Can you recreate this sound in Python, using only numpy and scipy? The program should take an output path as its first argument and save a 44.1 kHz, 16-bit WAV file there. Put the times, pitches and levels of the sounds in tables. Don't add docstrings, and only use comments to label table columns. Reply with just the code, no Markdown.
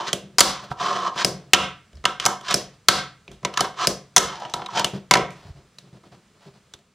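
import sys
import numpy as np
from scipy import signal
from scipy.fft import rfft, irfft
from scipy.io import wavfile
from scipy.ndimage import uniform_filter1d

SR = 44100
rng = np.random.default_rng(int(sys.argv[2]) if len(sys.argv) > 2 else 0)


def wrap_up_sound(samples):
    columns = np.atleast_2d(samples).T
    tamed = np.clip(columns, -1, 1)
    steps = np.round(tamed * 32767).astype(np.int16)
    wavfile.write(sys.argv[1], SR, steps)


N = 306098

# (frequency [Hz], width [Hz], level [dB])
DECK_MODES = [(735, 88, -2), (985, 86, 0), (1130, 170, -10), (1327, 100, 0.5), (1557, 79, -5),
              (1780, 180, -12), (2154, 160, -11.5), (3040, 180, -9.5), (3500, 390, -14.5), (4220, 200, -13),
              (5300, 350, -15.5), (6170, 250, -18)]
# (frequency [Hz], width [Hz], level [dB])
TABLE_MODES = [(138.4, 44, -3), (188.9, 28, 3), (242, 170, -13), (330, 53, -6.5), (402, 79, -1),
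               (517, 86, -6), (606.5, 120, -3), (700, 44, 0)]
THUMP_HZ = 60


def amp(db):
    return 10 ** (np.asarray(db) / 20)


def evened(x):
    return x / np.sqrt(np.mean(x ** 2) + 1e-20)


def read(points, hz):
    f, value = np.transpose(points)
    return np.interp(np.log(hz + 1), np.log(f + 1), value)


def colour(x, points):
    size = x.shape[-1]
    gain = amp(read(points, np.fft.rfftfreq(size, 1 / SR)))
    return irfft(rfft(x) * gain, size)


def ring(x, modes):
    out = np.zeros(len(x))
    for k, (hz, width, db) in enumerate(modes):
        b, a = signal.iirpeak(hz, hz / max(width, 1), SR)
        once = signal.lfilter(b, a, x)
        out += (-1) ** k * amp(db) * signal.lfilter(b, a, once)
    return out


def sweep(x, hz, width):
    turn = np.exp(2j * np.pi * np.cumsum(hz) / SR)
    r = np.exp(-np.pi * width / SR)
    return 2 * (turn * signal.lfilter([1 - r], [1, -r], x / turn)).real


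def follow(rows, column):
    fade_db = -31
    power, t = np.zeros(N), np.arange(N) / SR
    for row in rows:
        corners = np.cumsum(np.abs(row[:4]))
        inside = (t >= corners[0]) & (t < corners[3])
        shape_db = np.interp(t[inside], corners, [fade_db, 0, 0, fade_db])
        power[inside] += amp(row[column] + shape_db) ** 2
    return np.sqrt(power)


def grit(per_s, spread_db):
    size = amp(spread_db * np.minimum(rng.exponential(1, N), 5)) * rng.choice([-1., 1.], N)
    return size * (rng.random(N) < per_s / SR)


def pair(x):
    # (frequency [Hz], likeness [0 to 1])
    likeness = [(60, 1), (1000, .97), (4000, 0.97), (8000, 0.46), (14000, 0.13)]
    size, z = x.shape[1], rfft(x)
    same = np.clip(read(likeness, np.fft.rfftfreq(size, 1 / SR)), 0, 1)
    right = same * z[0] + np.sqrt(1 - same ** 2) * z[1]
    return irfft(np.array([z[0], right]), size)


def hush():
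    # (frequency [Hz], level [dB per Hz])
    air = [(15, -47), (25, -9), (200, -1), (309, -14.5), (405, -9), (840, -18), (1330, -13.5),
           (1440, -16.5), (8140, -24), (14000, -42), (16000, -36)]
    hush_db = -59.5
    return amp(hush_db) * evened(pair(colour(rng.standard_normal((2, N)), air)))


def room(x):
    # (frequency [Hz], level [dB])
    walls = [(100, -9.5), (400, 4), (1200, -7.5), (2500, -7.5), (5000, -8), (9000, -4), (15000, -0.5)]
    # (frequency [Hz], time [s])
    t60 = [(100, 0.58), (260, 0.25), (700, 0.31), (1840, 0.38), (4850, 0.3), (12800, 0.21)]
    taps = np.zeros((2, SR))
    at = np.arange(300, SR - 10, 10) + rng.integers(0, 10, (2, (SR - 301) // 10))
    np.put_along_axis(taps, at, rng.choice([-1., 1.], at.shape), 1)
    hz, t, z = signal.stft(taps, SR, nperseg=512)
    fall = amp(-60 * t / read(t60, hz)[:, None])
    tail = pair(signal.istft(z * fall, SR, nperseg=512)[1])
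    late = np.maximum(np.arange(tail.shape[1]) / SR - .006, 0)
    tail *= 1 - np.exp(-late / 0.0028)
    tail = colour(tail / np.linalg.norm(tail[0]), walls)
    return signal.fftconvolve(x[None], tail, axes=1)[:, :N]


def hand():
    # (start [s], rise [s], hold [s], fall [s],
    # rubbing [dB], deep thump [dB], skin and cloth rustle [dB])
    strokes = [(0.2, 0.036, 0.016, 0.3, -43, -56.5, -62), (0.6, 0.04, .005, 0.065, -38.5, -68, -42),
               (0.695, 0.017, 0.0092, 0.025, -32.5, -34, -38), (1.25, 0.018, 0.032, 0.34, -36.5, -52, -50),
               (1.91, 0.033, 0.087, 0.032, -59.5, -45, -74), (2.59, 0.015, 0.009, 0.049, -45.5, -52, -40),
               (2.645, 0.019, 0.0045, 0.045, -51.5, -55.5, -59), (2.7, 0.035, 0.011, 0.17, -62, -65, -61.5),
               (2.882, .004, 0.017, .04, -44, -30.5, -60), (3.275, 0.013, .01, .03, -44, -50, -63),
               (3.3, 0.0096, 0.013, .1, -42, -42, -60), (3.41, 0.021, .01, 0.0093, -47, -55.5, -55.5),
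               (3.89, 0.017, 0.0086, 0.062, -54, -47.5, -35), (4.06, 0.14, .01, 0.011, -49.5, -59, -54.5),
               (4.55, 0.016, .015, 0.13, -38, -52, -47.5), (4.7, .04, 0.0079, .04, -40.5, -68.5, -59),
               (4.925, 0.013, 0.027, 0.092, -31, -57.5, -43.5),
               (5.05, 0.025, 0.013, 0.0084, -70, -55, -74.5), (5.33, 0.033, 0.13, 0.12, -55, -63, -53),
               (5.445, 0.0088, 0.054, .03, -52.5, -39, -72), (5.5, 0.068, 0.019, 0.19, -51.5, -59.5, -59),
               (5.79, 0.049, 0.051, 0.053, -54.5, -70, -64), (5.92, 0.011, 0.047, .025, -46, -67, -59.5),
               (6.025, .012, 0.04, 0.044, -49, -75, -58.5), (6.11, .01, 0.032, 0.08, -47, -68, -55.5),
               (6.34, .012, 0.023, 0.037, -59.5, -77, -68), (6.3, .13, 0.046, 0.12, -77, -81.5, -56),
               (6.448, 0.013, 0.027, 0.043, -46, -69, -57), (6.52, .02, 0.038, .04, -57.5, -75, -60),
               (6.738, 0.0056, .008, 0.023, -47.5, -50, -56)]
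    # (frequency [Hz], level [dB])
    edge_of_top = [(100, 0.5), (141, 9), (190, 0), (400, -3.5), (600, -14)]
    # (frequency [Hz], level [dB per Hz])
    cloth = [(350, -36.5), (600, -3), (1040, -6), (1720, -13.5), (1860, -12), (2040, -15), (4630, -14),
             (14000, -42.5)]
    rub = evened(colour(ring(grit(1500, spread_db=2.5), TABLE_MODES), edge_of_top))
    thump = evened(ring(rng.standard_normal(N), [(THUMP_HZ, 40, 0)]))
    rustle = evened(colour(grit(8000, spread_db=2.5), cloth))
    out = rub * follow(strokes, column=4)
    out += thump * follow(strokes, column=5)
    return out + rustle * follow(strokes, column=6)


def rides():
    # (start [s], rise [s], hold [s], fall [s], rolling [dB], scrape [dB],
    # hollow under the deck [Hz])
    runs = [(0.0, 0.0013, 0.0033, 0.17, -25.5, -37, 929), (0.042, .04, 0.0023, 0.027, -39, -24.5, 1066),
            (0.464, 0.0075, 0.059, 0.29, -35.5, -39, 1047), (0.759, 0.055, .15, 0.14, -24, -31.5, 1034),
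            (0.957, 0.066, 0.057, 0.038, -26.5, -37, 1065), (1.124, .065, 0.041, .012, -27.5, -27, 1024),
            (2.199, 0.0064, .045, 0.005, -38.5, -35.5, 1156), (2.281, 0.005, .005, 0.096, -25, -34.5, 999),
            (2.427, .07, 0.033, 0.0064, -27, -24, 1085), (3.521, 0.082, .018, 0.0089, -25, -29.5, 1210),
            (3.634, .012, 0.0047, 0.058, -26, -33, 974), (3.735, .08, 0.043, 0.0069, -25, -28, 1051),
            (4.24, 0.044, 0.045, 0.4, -36, -41, 1070), (4.379, .04, .05, 0.0094, -35, -48, 812),
            (4.544, 0.016, 0.085, 0.04, -36.5, -51.5, 861), (4.691, 0.087, 0.021, 0.039, -19, -23, 930)]
    # (frequency [Hz], level [dB])
    axles = [(600, -1.5), (1000, 3), (1300, -5), (1600, -14.5), (3000, -4.5), (6000, -16.5)]
    # (frequency [Hz], level [dB per Hz])
    scrape_spectrum = [(880, -27.5), (1500, 1.5), (1830, -1), (2000, -6), (2740, -4.5), (3060, -1),
                       (4120, -4), (4460, -5.5), (5660, -6.5), (5880, -6), (11000, -34), (13000, -41),
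                       (16000, -67.5)]
    hollow_width_hz, deck_db, rumble_db = 310, -3, -13.5
    bumps = amp(2.8 * evened(uniform_filter1d(rng.standard_normal(N), 400)))
    drive = grit(2500, spread_db=2.5) * bumps
    start, rise, *_, hz = np.transpose(runs)
    hz = np.interp(np.arange(N) / SR, start + rise, hz)
    hollow = evened(sweep(sweep(drive, hz, hollow_width_hz), hz, hollow_width_hz))
    deck = evened(colour(ring(drive, DECK_MODES), axles))
    roll = evened(hollow + amp(deck_db) * deck)
    scrape = evened(colour(grit(6000, spread_db=2.8) * bumps ** .7, scrape_spectrum))
    rumble = evened(ring(grit(2000, spread_db=2.5), TABLE_MODES))
    rolling = (roll + amp(rumble_db) * rumble) * follow(runs, column=4)
    return rolling + scrape * follow(runs, column=5)


def blows():
    # (time [s], crack peak [dB], bright spot of the crack [Hz],
    # treble lift of a sharp contact [dB], deck knock [dB], table boom [dB],
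    # part of the deck that rings most [Hz], share of the crack thrown into the room [dB])
    contacts = [(0.0797, -29.5, 2456, -15.5, -57.5, -39, 956, -2.5),
                (0.1302, -4, 3160, 2.5, -38, -28, 587, -7),
                (0.3842, 6.5, 4800, -4.5, -17, -35.5, 985, -5.5),
                (0.393, 2.5, 7140, 4, -21, -43.5, 694, -9),
                (0.4056, 15.5, 4400, 6.5, -3.5, -15.5, 1020, -6),
                (0.4091, 6.5, 3100, -1, -8, -23.5, 705, -13), (0.7136, -47, 3680, -2, -27, -45.5, 890, -10),
                (1.078, -34, 3150, -19, -34, -40, 990, 2.5),
                (1.1586, -30.5, 1900, -1.5, -32.5, -38.5, 1070, 3),
                (1.2469, 1, 4930, 7.5, -24, -21.5, 715, -6.5),
                (1.534, 20.5, 2990, -8, -1.5, -14, 1270, -12),
                (1.5451, 11, 2870, -14, -10.5, -25, 1330, -14.5),
                (1.93, -47, 3000, -8, -78, -57.5, 1160, -2),
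                (1.954, -44.5, 5030, -4.5, -82, -69.5, 1170, .5),
                (1.97, -44, 4500, -9, -75.5, -61, 1176, .5),
                (2.0401, -29, 2040, -12, -34.5, -38.5, 1350, 4.5),
                (2.0537, 0, 3150, -9, -12.5, -28.5, 1350, -8.5),
                (2.1989, -10, 3030, -10.5, -52, -45.5, 1010, -6),
                (2.2533, -4, 5200, 3, -27, -31, 1230, -2.5),
                (2.262, 1.5, 6170, 14.5, -11.5, -26.5, 890, -9.5),
                (2.4104, -34.5, 3180, -1, -52.5, -50, 1010, -3.5),
                (2.5088, -13, 3800, -4.5, -28, -36.5, 1130, 1), (2.5419, 0, 5130, 6, -39.5, -23, 735, -5),
                (2.8852, 19, 4280, -1.5, -1.5, -15, 1480, -8), (3.279, -28, 2420, -21, -76, -54, 620, -4.5),
                (3.3153, -36.5, 3400, 0, -57, -55, 735, 5), (3.4303, -39, 1940, -7, -46, -44.5, 1040, -1),
                (3.449, -7, 2020, -10, -24.5, -29, 982, -10.5),
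                (3.5387, -26, 2860, -8, -39.5, -48, 1050, -10),
                (3.5738, -6, 1680, -5.5, -22, -43.5, 1350, -8),
                (3.6069, -3, 4180, 9, -17.5, -25.5, 764, -6), (3.8714, 2.5, 5060, 7.5, -34, -21, 729, -5.5),
                (4.1636, 13.5, 6270, 8.5, -6, -44, 1630, -18.5), (4.1684, 7, 3500, 6, -10, -19, 1610, -7.5),
                (4.179, 7, 5800, 9, -25, -26, 1510, -10.5), (4.1813, 0.5, 6170, -4.5, -16.5, -24, 1120, -5),
                (4.4, -39, 6000, 0, -60, -55, 999, -5), (4.451, -25, 2900, -20, -56, -43, 999, -3),
                (4.4973, -31, 5930, -4, -53, -53.5, 988, 1), (4.5379, -13, 3960, 1, -26, -36, 950, -7),
                (4.6189, -28.5, 3160, -26, -33, -41, 740, -4),
                (4.6606, -22, 3800, -14, -38, -54.5, 950, -11.5),
                (4.685, -42.5, 2900, -5, -32, -56, 985, -1),
                (4.795, -9, 2960, 0.5, -23.5, -30, 1040, -10.5),
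                (4.8448, -6.5, 3040, -1, -31.5, -30, 746, -6.5), (5.1107, 9, 2028, -7.5, -5, -14, 930, -6),
                (5.138, 6.5, 2230, -10, -18, -30.5, 1290, -21.5),
                (5.1537, -1, 1820, -9, -12, -19.5, 980, -16.5),
                (5.1708, -9, 2170, -7.5, -36.5, -22.5, 748, -26),
                (5.3058, -33.5, 2300, -3, -56, -44.5, 657, 4.5), (5.785, -29, 4040, -2, -78, -61, 963, -6),
                (6.0356, -61.5, 4510, 0.5, -55.5, -63, 575, -7),
                (6.123, -51, 2640, -2.5, -53.5, -66, 700, -8.5),
                (6.7372, -28, 3620, -4, -70.5, -73, 1330, -9),
                (6.7893, -45.5, 3180, 2, -75.5, -60, 1293, -14)]
    # (frequency [Hz], level [dB per Hz])
    crack_spectrum = [(180, -38.5), (300, -13), (1320, -5), (2480, -2.5), (3030, -2), (4520, -2.5),
                      (6200, -1.5), (10700, -15.5), (16000, -34)]
    crack_t60_s, shake_t60_s, knock_t60_s = 0.028, .028, 0.081
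    pan_mean_db, pan_spread_db = -0.14, 1.73
    thump_base_db, thump_per_boom, thump_per_crack = -36.5, 0.36, 0.6
    push_s, push_db = .0012, 3.5

    near, far, t = np.zeros((2, N + SR)), np.zeros(N + SR), np.arange(SR // 2) / SR
    click = colour(1. * (np.arange(len(t)) == 64), crack_spectrum) * (t < .01)
    boom = ring(np.exp(-t / 0.00017), TABLE_MODES)
    thump = ring(np.exp(-t / 0.00067), [(THUMP_HZ, 60, 0), (95, 45, -3)])
    push = t / push_s * np.exp(1 - t / push_s) * np.cos(t / push_s)
    boom = boom / boom[:900].std() + amp(push_db) * push
    boom, thump = boom / boom[:900].std(), thump / thump[:1500].std()
    fall = amp(-60 * t / crack_t60_s) * np.minimum(t / 0.000066, 1)

    for s, crack_db, hz, sharp_db, deck_db, table_db, spot_hz, room_db in contacts:
        pan_db = pan_mean_db + pan_spread_db * rng.standard_normal()
        thump_db = thump_base_db + thump_per_boom * table_db + thump_per_crack * crack_db
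        noise = rng.standard_normal((2, len(t)))
        edge = [(3000, 0), (10000, sharp_db)]
        plain = evened(colour(colour(noise[0], crack_spectrum), edge))
        bright = evened(ring(plain, [(hz, 0.17 * hz, 0)]))
        crack = (plain + 0.63 * bright) * fall
        crack = amp(crack_db) * crack / abs(crack).max()

        soft_db = np.clip(crack_db - deck_db - 15.5, -30, 0)
        struck = [(.6 * spot_hz, -7), (spot_hz, 0), (1.5 * spot_hz, -7), (2800, soft_db - 7)]
        shake = colour(noise[1], struck) * amp(-60 * t / shake_t60_s)
        knock = ring(shake, DECK_MODES) * amp(-60 * t / knock_t60_s)
        knock = amp(deck_db) * knock / knock[:600].std()
        low = amp(table_db) * boom + amp(thump_db) * thump

        at = slice(round(s * SR), round(s * SR) + len(t))
        near[:, at] += (crack + knock + low) * amp([[pan_db / 2], [-pan_db / 2]])
        wide = colour(click + 1.2 * ring(click, [(hz, .5 * hz, 0)]), edge) * (t < .02)
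        far[at] += amp(room_db) * wide * np.linalg.norm(crack) / np.linalg.norm(wide)
        clear = ring(colour(click, struck) * (t < .02), DECK_MODES)
        far[at] += amp(-4.5) * clear * np.linalg.norm(knock) / np.linalg.norm(clear)
        far[at] += amp(-3.5) * low
    return near[:, :N], far[:N]


def scene():
    near, far = blows()
    wheels, arm = rides(), hand()
    close = near + wheels * amp([[-.2], [.2]]) + arm
    into_room = far + amp(-3.5) * wheels + amp(-8.5) * arm
    return close + room(into_room) + hush()


def record(dry):
    # (frequency [Hz], left over right [dB])
    tilt = [(30, -1.5), (200, 0), (1500, -.3), (5000, -1), (12000, -2.5)]
    # (frequency [Hz], level [dB])
    scatter = [(300, -30), (1500, -18.5), (4000, -12), (8000, -12.5), (14000, 4)]
    duck_above_db, fall_db_per_s = -17, 260.0
    fade_out_s, fade_out_db, band_edge_hz = 0.19, -5, 15900
    t = np.arange(N) / SR

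    dry = np.array([colour(dry[k], [(hz, db * (.5 - k)) for hz, db in tilt]) for k in range(2)])
    smear = rng.standard_normal(700) * amp(-60 * np.arange(700) / SR / .015)
    side = signal.oaconvolve(dry.mean(0), smear / np.linalg.norm(smear))[:N]
    side = colour(side, scatter)
    low_cut = signal.butter(2, 40, "high", fs=SR, output="sos")
    dry = signal.sosfilt(low_cut, dry + side * [[1], [-1]])

    power = signal.lfilter([.006], [1, .006 - 1], (dry ** 2).mean(0))
    climb = t * fall_db_per_s
    held_db = np.maximum.accumulate(10 * np.log10(power + 1e-12) + climb) - climb
    ducked = dry / amp(.5 * np.maximum(held_db - duck_above_db, 0))
    clipped = np.clip(ducked, -.95, .95)
    faded = clipped * amp(np.interp(t, [N / SR - fade_out_s, N / SR], [0, fade_out_db]))
    band_limit = signal.firwin(511, band_edge_hz, window=("kaiser", 9), fs=SR)
    return signal.oaconvolve(faded, band_limit[None], "same")


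dry = scene()
out = record(dry)
wrap_up_sound(out)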